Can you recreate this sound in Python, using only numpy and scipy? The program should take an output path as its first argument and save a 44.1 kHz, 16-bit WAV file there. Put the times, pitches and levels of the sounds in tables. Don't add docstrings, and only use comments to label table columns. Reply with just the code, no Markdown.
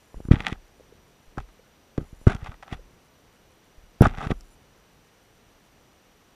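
import sys
import numpy as np
from scipy import signal
from scipy.fft import rfft, irfft
from scipy.io import wavfile
from scipy.ndimage import uniform_filter1d

SR = 44100
rng = np.random.default_rng(int(sys.argv[2]) if len(sys.argv) > 2 else 0)


def ratio_of_db(decibels):
    return 10 ** (np.asarray(decibels, float) / 20)


def generate_wav(sig):
    pcm = np.round(np.clip(np.atleast_2d(sig).T, -1, 1) * 32767).astype(np.int16)
    wavfile.write(sys.argv[1], SR, pcm)


N = 280026

# pitch_hz, width_hz, level_db
WALLS = [(595, 170, -5.5), (804, 150, 2.5), (1020, 230, -7.5), (1265, 210, 1.5), (1644, 200, -4.5)]
WALL_BRIGHT = [(1910, 220, 5.5), (2560, 480, -1.5), (3200, 320, -3), (3485, 480, -4)]
WALL_TREBLE = [(4700, 670, -2), (5584, 580, 2.5), (7040, 1200, -4.5), (8600, 1600, -9.5)]
WALL_TOP = [(10230, 670, -4.5), (12500, 1800, -11), (14130, 1500, -15.5)]


def rms_one(x):
    return x / np.sqrt(np.mean(x ** 2) + 1e-18)


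def add(out, start_s, piece):
    i = max(int(start_s * SR), 0)
    out[i:i + len(piece)] += piece[:N - i]


def resonate(x, bands):
    total = 0
    for k, (hz, width_hz, db) in enumerate(bands):
        b, a = signal.iirpeak(hz, hz / width_hz, fs=SR)
        total = total + (-1) ** k * ratio_of_db(db) * signal.lfilter(b, a, x)
    return total


def steep(x, bands):
    total = 0
    for k, (hz, width_hz, db) in enumerate(bands):
        wide_hz = 1.63 * width_hz
        once = resonate(x, [(hz, wide_hz, 0)])
        total = total + (-1) ** k * resonate(once, [(hz, wide_hz, db)])
    return total


def grit(shape, spread_db):
    return rng.standard_normal(shape) * ratio_of_db(spread_db * rng.exponential(size=shape))


def river():
    # (relative, per Hz)
    colour = [(15, -30.5), (25, -2.5), (191, -6.5), (309, -9), (383, -9), (438, -9), (515, -9.5),
              (588, -11.5), (3010, -20.5), (5280, -25.5), (5880, -25.5), (9270, -33), (15000, -35.5)]
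    level_db, heave_db = -58.5, 2.8
    hz, db = np.transpose(colour)
    f = np.fft.rfftfreq(N, 1 / SR) + 1
    hush = rfft(rng.standard_normal(N)) * ratio_of_db(np.interp(np.log(f), np.log(hz), db))
    bass = 1 / (1 + (f / 160) ** 2)
    steps = np.repeat(rng.standard_normal(N // 4000 + 1), 4000)[:N]
    heave = rms_one(uniform_filter1d(steps, size=4000))
    steady_part = irfft(hush * (1 - bass), N)
    heaving_part = ratio_of_db(heave_db * heave) * irfft(hush * bass, N)
    return ratio_of_db(level_db) * rms_one(steady_part + heaving_part)


def train(start_s, length_s, rate, db, stumble_db):
    gaps_s = ratio_of_db(stumble_db * rng.standard_normal(128)) / rate
    at_s = start_s + np.cumsum(gaps_s)
    at = (at_s[at_s < start_s + length_s] * SR).astype(int)
    return at, ratio_of_db(db) * np.sqrt(SR / rate)


def circuits():
    # pitch_hz, level_db (rms)
    whines = [(2939, -81), (5846, -77.5), (5873, -83.5), (8780, -83), (11687, -89), (11719, -82.5),
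              (14626, -82)]
    # pitch_hz, width_hz, level_db
    chatter_bands = [(7060, 630, 6.5), (10340, 1600, 4), (13500, 2000, -24.5)]
    # start_s, length_s
    busy_spells = [(0, 0.25), (1.985, 0.22), (4.248, .26)]
    # first_s, last_s
    blip_runs = [(.63, 1.6), (2.89, 3.85), (4.61, 5.95)]
    busy_rate, busy_db = 210, -74.5
    buzz_s, buzz_rate, buzz_db = .04, 800, -70
    blip_every_s, blip_jitter_s, blip_s, blip_rate, blip_db = .147, .012, .048, 78, -80.5

    t = np.arange(N) / SR
    whine = np.zeros(N)
    for hz, db in whines:
        waver = np.cumsum(rng.standard_normal(N)) * 0.013
        whine += np.sqrt(2) * ratio_of_db(db) * np.sin(2 * np.pi * hz * t + waver)
    trains = []
    for start_s, length_s in busy_spells:
        trains.append(train(start_s, length_s, busy_rate, busy_db, 4.9))
        trains.append(train(start_s + length_s, buzz_s, buzz_rate, buzz_db, 0))
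    for first_s, last_s in blip_runs:
        for start_s in np.arange(first_s, last_s, blip_every_s):
            late, loud = rng.standard_normal(size=2)
            trains.append(train(start_s + blip_jitter_s * late, blip_s, blip_rate, blip_db + 1.5 * loud, 2.3))
    pulses = np.zeros(N)
    for at, size in trains:
        np.add.at(pulses, at, size)
    return whine + ratio_of_db(6) * steep(pulses, chatter_bands)


def ticks():
    # start_s, level_db (peak of the lowest group), # bright_db and treble_db (peaks of the
    # higher groups, relative to level_db)
    tick_list = [(0.143, -47, -6, -21), (0.2026, -52, -18, -6), (0.2513, -42.5, -12, -10),
                 (0.2843, -40, -15.5, -16), (0.3126, -21.5, -7.5, -25), (0.3187, -29.5, 10.5, -4),
                 (.3372, -42.5, -7.5, 1), (0.343, -27.5, 0.5, -38), (0.356, -29, 3, -24),
                 (0.3623, -31, -4, -21.5), (.3952, -34, 1, -17), (0.404, -27.5, 8.5, -12),
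                 (0.4199, -36, -3, -21), (.448, -38.5, 13, -14), (0.4598, -40, 10, -9),
                 (0.4664, -18.5, 9.5, -8), (0.477, -36, 11, -14), (0.482, -36.5, 10.5, 4),
                 (.498, -37, 3, -22), (0.509, -44, -7, -5), (0.5269, -31, 5, -7), (1.3719, -35, -16, -20),
                 (1.3807, -21.5, -16.5, -19.5), (1.3845, -32, -24, -32), (1.4017, -38, -4, -11),
                 (1.488, -49, -3.5, -15.5), (1.9778, -29, -7.5, -13), (2.2684, -18, -11.5, -30.5),
                 (2.2762, -23, -15, -18), (2.2796, -20, -9.5, -13.5), (2.293, -41, -6, -16.5),
                 (2.2967, -30, -3, -13.5), (2.3021, -30, -1, -8.5), (2.3216, -43, 2, -22),
                 (2.3476, -36.5, 2.5, -1), (2.351, -40, -10, -2), (2.364, -40, 1, -7), (2.4446, -44, 3, 0),
                 (2.46, -30.5, -3, -27), (2.4693, -30.5, -8, -18), (2.478, -37, -5, -18),
                 (2.5175, -36.5, -4, -15), (2.5412, -44, 1, -21), (2.6255, -34, -3, -13.5),
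                 (2.6307, -33, -7, -14), (2.6787, -37, -4, -17), (2.7276, -30, -0.5, -11),
                 (2.733, -34.5, -8.5, -8), (4.0068, -22.5, -12.5, -33), (4.0273, -20.5, -14.5, -19.5),
                 (4.032, -27, -6, -27), (4.0442, -23, -9.5, -9.5), (4.0523, -10, -19, -28),
                 (4.0557, -6, -23.5, -41), (4.0608, -29, -17, -29), (4.0691, -24, -8, -7.5),
                 (4.096, -45, 9, -13), (4.1096, -37, -4, -12), (4.1425, -32.5, -17, -31),
                 (4.1489, -39, 4.5, -12), (4.1729, -29, -11, -17), (4.1836, -30.5, -1, -10.5),
                 (4.2057, -24.5, -17, -23), (4.2132, -24.5, -19, -17.5), (4.2375, -28, -15, -17),
                 (4.2498, -30, -14, -13), (4.2704, -30, 0, -10), (4.3046, -38, -20, -16),
                 (4.3117, -28.5, 4.5, -10.5), (4.3162, -22.5, -18, -25), (4.408, -57, 1, 18)]
    fade_ms, top_db = 2.1, -14.5
    crack_db, crack_ms = 19.5, .5
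    out, t_ms = np.zeros(N), np.arange(2048) * 1000 / SR
    crack = np.zeros(2048)
    crack[int(crack_ms * SR / 1000)] = ratio_of_db(crack_db)
    for start_s, level_db, bright_db, treble_db in tick_list:
        grains = grit(2048, 1.4)
        groups = ((WALLS, 1.0, 0), (WALL_BRIGHT, .75, bright_db),
                  (WALL_TREBLE, .65, treble_db), (WALL_TOP, .65, treble_db + top_db))
        for bands, brief, share_db in groups:
            u = t_ms / (brief * fade_ms)
            ring = steep(crack + grains * u ** 0.95 * np.exp(-u), bands)
            add(out, start_s, ratio_of_db(level_db + share_db) * ring / np.abs(ring).max())
    return out


def nudges():
    # peak_s, push_db, direction (sign), contact_ms
    nudge_list = [(.144, -30.5, -1, 1.15), (.166, -28, -1, 19.6), (.204, -27.5, 1, 1.7),
                  (.253, -27.5, -1, 4.1), (0.2873, -18, -1, 3.25), (.3108, -13.5, -1, 2.7),
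                  (.3139, 2.5, -1, 4.83), (0.3386, -6, -1, 3.8), (0.368, -24, -1, 6), (.404, -26, 1, 2.8),
                  (0.525, -18.5, 1, 3.27), (1.28, -58, 1, 32), (1.3776, -20.5, 1, 2.6),
                  (1.39, -29, -1, 7.4), (1.406, -37, -1, 6.1), (1.978, -26, -1, 0.94),
                  (1.9818, -10, -1, 2.5), (1.989, -25.5, -1, 3.1), (1.9955, -29.5, -1, 2.4),
                  (2.001, -27, -1, 2.5), (2.0153, -27.5, -1, 4.3), (2.029, -34, -1, 3.6),
                  (2.13, -34, -1, 4.1), (2.215, -39.5, 1, 1.3), (2.27, -4, -1, 2.4), (2.272, 3, -1, 3.96),
                  (2.2807, -12, -1, 5), (2.352, -20.5, -1, 5.4), (2.4286, -25, -1, 7.6),
                  (2.491, -28.5, 1, 7.6), (2.726, -21, 1, 3.6), (2.75, -38, 1, 7.4), (3.78, -51, -1, 11),
                  (3.837, -60, -1, 6.5), (4.0087, -8.5, -1, 2), (4.0107, 3.5, -1, 3.8),
                  (4.019, -6.5, -1, 6.1), (4.0215, -2, 1, 1.35), (4.025, -9, -1, 3.2),
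                  (4.047, -12.5, -1, 12), (4.067, -10.5, 1, 2.9), (4.073, -16, -1, 5.6),
                  (4.107, -30, -1, 11), (4.182, -25.5, -1, 4.7), (4.2689, -18.5, -1, 4.9),
                  (4.298, -32, -1, 5.6), (4.306, -11, 1, 1.87), (4.3184, -11.5, -1, 3.4),
                  (4.323, -20, -1, 2.5)]
    # pitch_hz, t60_s (time to fade by 60 dB), level_db
    rocking_modes = [(31.08, 0.46, 0.5), (47.2, 0.34, 0), (70, 0.22, -5.5)]
    rock_db, rock_per_push, rock_per_length = -38, 0.34, 0.41
    push, jolt = np.zeros(N), np.zeros(N)
    for peak_s, push_db, way, ms in nudge_list:
        bump = np.sign(way) * np.hanning(int(ms * SR / 1000) + 3)
        start_s = peak_s - ms / 2000
        add(push, start_s, ratio_of_db(push_db) * bump)
        strength = ratio_of_db(rock_db + rock_per_push * push_db) * ms ** rock_per_length
        add(jolt, start_s, strength * bump / np.abs(bump).sum())
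    t = np.arange(SR) / SR
    ring = np.zeros(SR)
    for hz, t60_s, db in rocking_modes:
        ring += ratio_of_db(db) * np.sin(2 * np.pi * hz * t) * np.exp(-np.log(1000) * t / t60_s)
    return push, -signal.fftconvolve(jolt, ring)[:N]


def thuds(push):
    # pitch_hz, width_hz, level_db
    boom_modes = [(118, 65, -6), (330, 260, -13.5)]
    low_cut_hz, low_cut_q = 42, 0.52
    w = 2 * np.pi * low_cut_hz
    b, a = signal.bilinear([1, 0, 0], [1, w / low_cut_q, w * w], SR)
    return signal.lfilter(b, a, push) + sum(resonate(push, [mode]) for mode in boom_modes)


def rubs(push):
    # time_s, level_db, grittiness_db
    strokes = [
        [(.305, -46, -12), (.32, -34.5, -1), (.365, -47, -6), (.385, -49, 0), (.43, -47.5, 0.5),
         (.48, -38.5, -14), (.53, -56, 9), (.562, -55, -20)],
        [(1.372, -55, -3), (1.39, -53, 3), (1.43, -72, -5)],
        [(1.978, -49, 3), (1.995, -57, -11), (2.08, -70, -6)],
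        [(2.266, -32, -21), (2.275, -33, -11), (2.305, -32, -5), (2.34, -41, -9), (2.375, -54.5, -17)],
        [(2.375, -60, -8), (2.47, -45.5, -0.5), (2.5, -57, -7), (2.53, -52.5, -16), (2.56, -71, -10)],
        [(2.62, -70, 7), (2.635, -57, 0), (2.66, -60.5, -9), (2.74, -43, 0), (2.76, -60, -8), (2.785, -63, -5)],
        [(4.006, -50, 0), (4.03, -29.5, -4), (4.065, -27, -10.5), (4.082, -42, -2.5), (4.11, -53, -8)],
        [(4.11, -55, -5), (4.165, -51, -3), (4.24, -37, -6.5), (4.29, -48.5, -6), (4.31, -37, 2),
         (4.33, -46.5, -15), (4.35, -71, -1)],
    ]
    # pitch_hz, width_hz, level_db
    wall_bass = [(160, 83, 1), (260, 110, -10.5), (410, 110, -5)]
    bass_db, treble_db, treble_per_grit, edge_ms = -1.5, -15.5, .9, 3
    grind_db, grind_fade_s = -12, .015
    snaps_per_s, snap_db = 310, -3.5

    steps = np.repeat(ratio_of_db(4.0 * rng.standard_normal(N // 100 + 1)), 100)[:N]
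    slips = uniform_filter1d(steps, size=40)
    drag = rms_one(grit(N, 1.2) * slips)
    is_snap = rng.random(N) < snaps_per_s / SR
    snaps = ratio_of_db(snap_db) * grit(N, 2.7) * is_snap * np.sqrt(SR / snaps_per_s)
    rumble = rms_one(steep(drag, wall_bass))
    body = rms_one(steep(drag, WALLS))
    bright = rms_one(steep(drag + snaps, WALL_BRIGHT))
    treble = rms_one(steep(drag + snaps, WALL_TREBLE + WALL_TOP[:1]))

    keep = np.exp(-1 / (grind_fade_s * SR))
    grind = signal.lfilter([1 - keep], [1, -keep], np.abs(push))
    out = ratio_of_db(grind_db) * grind * rumble
    t = np.arange(N) / SR
    for stroke in strokes:
        time_s, level_db, grit_db = np.transpose(stroke)
        gritty_db = np.interp(t, time_s, grit_db)
        high = ratio_of_db(gritty_db) * bright + ratio_of_db(treble_db + treble_per_grit * gritty_db) * treble
        edges = np.clip(np.minimum(t - time_s[0], time_s[-1] - t) * 1000 / edge_ms, 0, 1)
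        level = edges * ratio_of_db(np.interp(t, time_s, level_db))
        out += level * (ratio_of_db(bass_db) * rumble + body + high)
    return out


def bubbles():
    # start_s, level_db (peak), pitch_hz (at the start), half_length (in cycles)
    bubble_list = [(.797, -41.5, 420, 0.86), (.805, -43, 473, 1.9), (0.922, -42.5, 415, 2.16),
                   (1.59, -47.5, 480, 3.5), (2.79, -46, 480, 3)]
    out = np.zeros(N)
    for start_s, db, hz, cycles in bubble_list:
        u = np.linspace(0, 1, int(2 * cycles * SR / hz))
        swell = np.sin(np.pi * u ** 0.83) ** 2
        add(out, start_s, ratio_of_db(db) * swell * np.sin(4 * np.pi * cycles * u * (1 + 0.025 * u)))
    return out


def overload_hiss():
    start_s, rise_ms, fade_ms, treble_db, top_db = 4.018, 0.395, 4.2, -29, -26.5
    out, t_ms = np.zeros(N), np.arange(1024) * 1000 / SR
    burst = rng.standard_normal(1024) * np.clip(t_ms / rise_ms, 0, 1) * np.exp(-(t_ms / fade_ms) ** 3)
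    for bands, db in ((WALL_TREBLE, treble_db), (WALL_TOP, top_db)):
        hiss = steep(burst, bands)
        add(out, start_s, ratio_of_db(db) * hiss / np.abs(hiss).max())
    return out


def scene():
    push, rocking = nudges()
    knocks = thuds(push) + rocking + overload_hiss()
    contacts = ticks() + rubs(push)
    return (river() + circuits() + knocks + contacts + bubbles())[None]


def roll_off(x):
    return signal.sosfilt(signal.butter(12, 16190, fs=SR, output="sos"), x)


def record(dry):
    top_hz = 14900
    clipped = np.clip(dry, -1, 1)
    low_pass = signal.ellip(8, .2, 60, top_hz, fs=SR, output="sos")
    mix = signal.sosfilt(low_pass, clipped)
    return roll_off(mix)


dry = scene()
out = record(dry)
generate_wav(out)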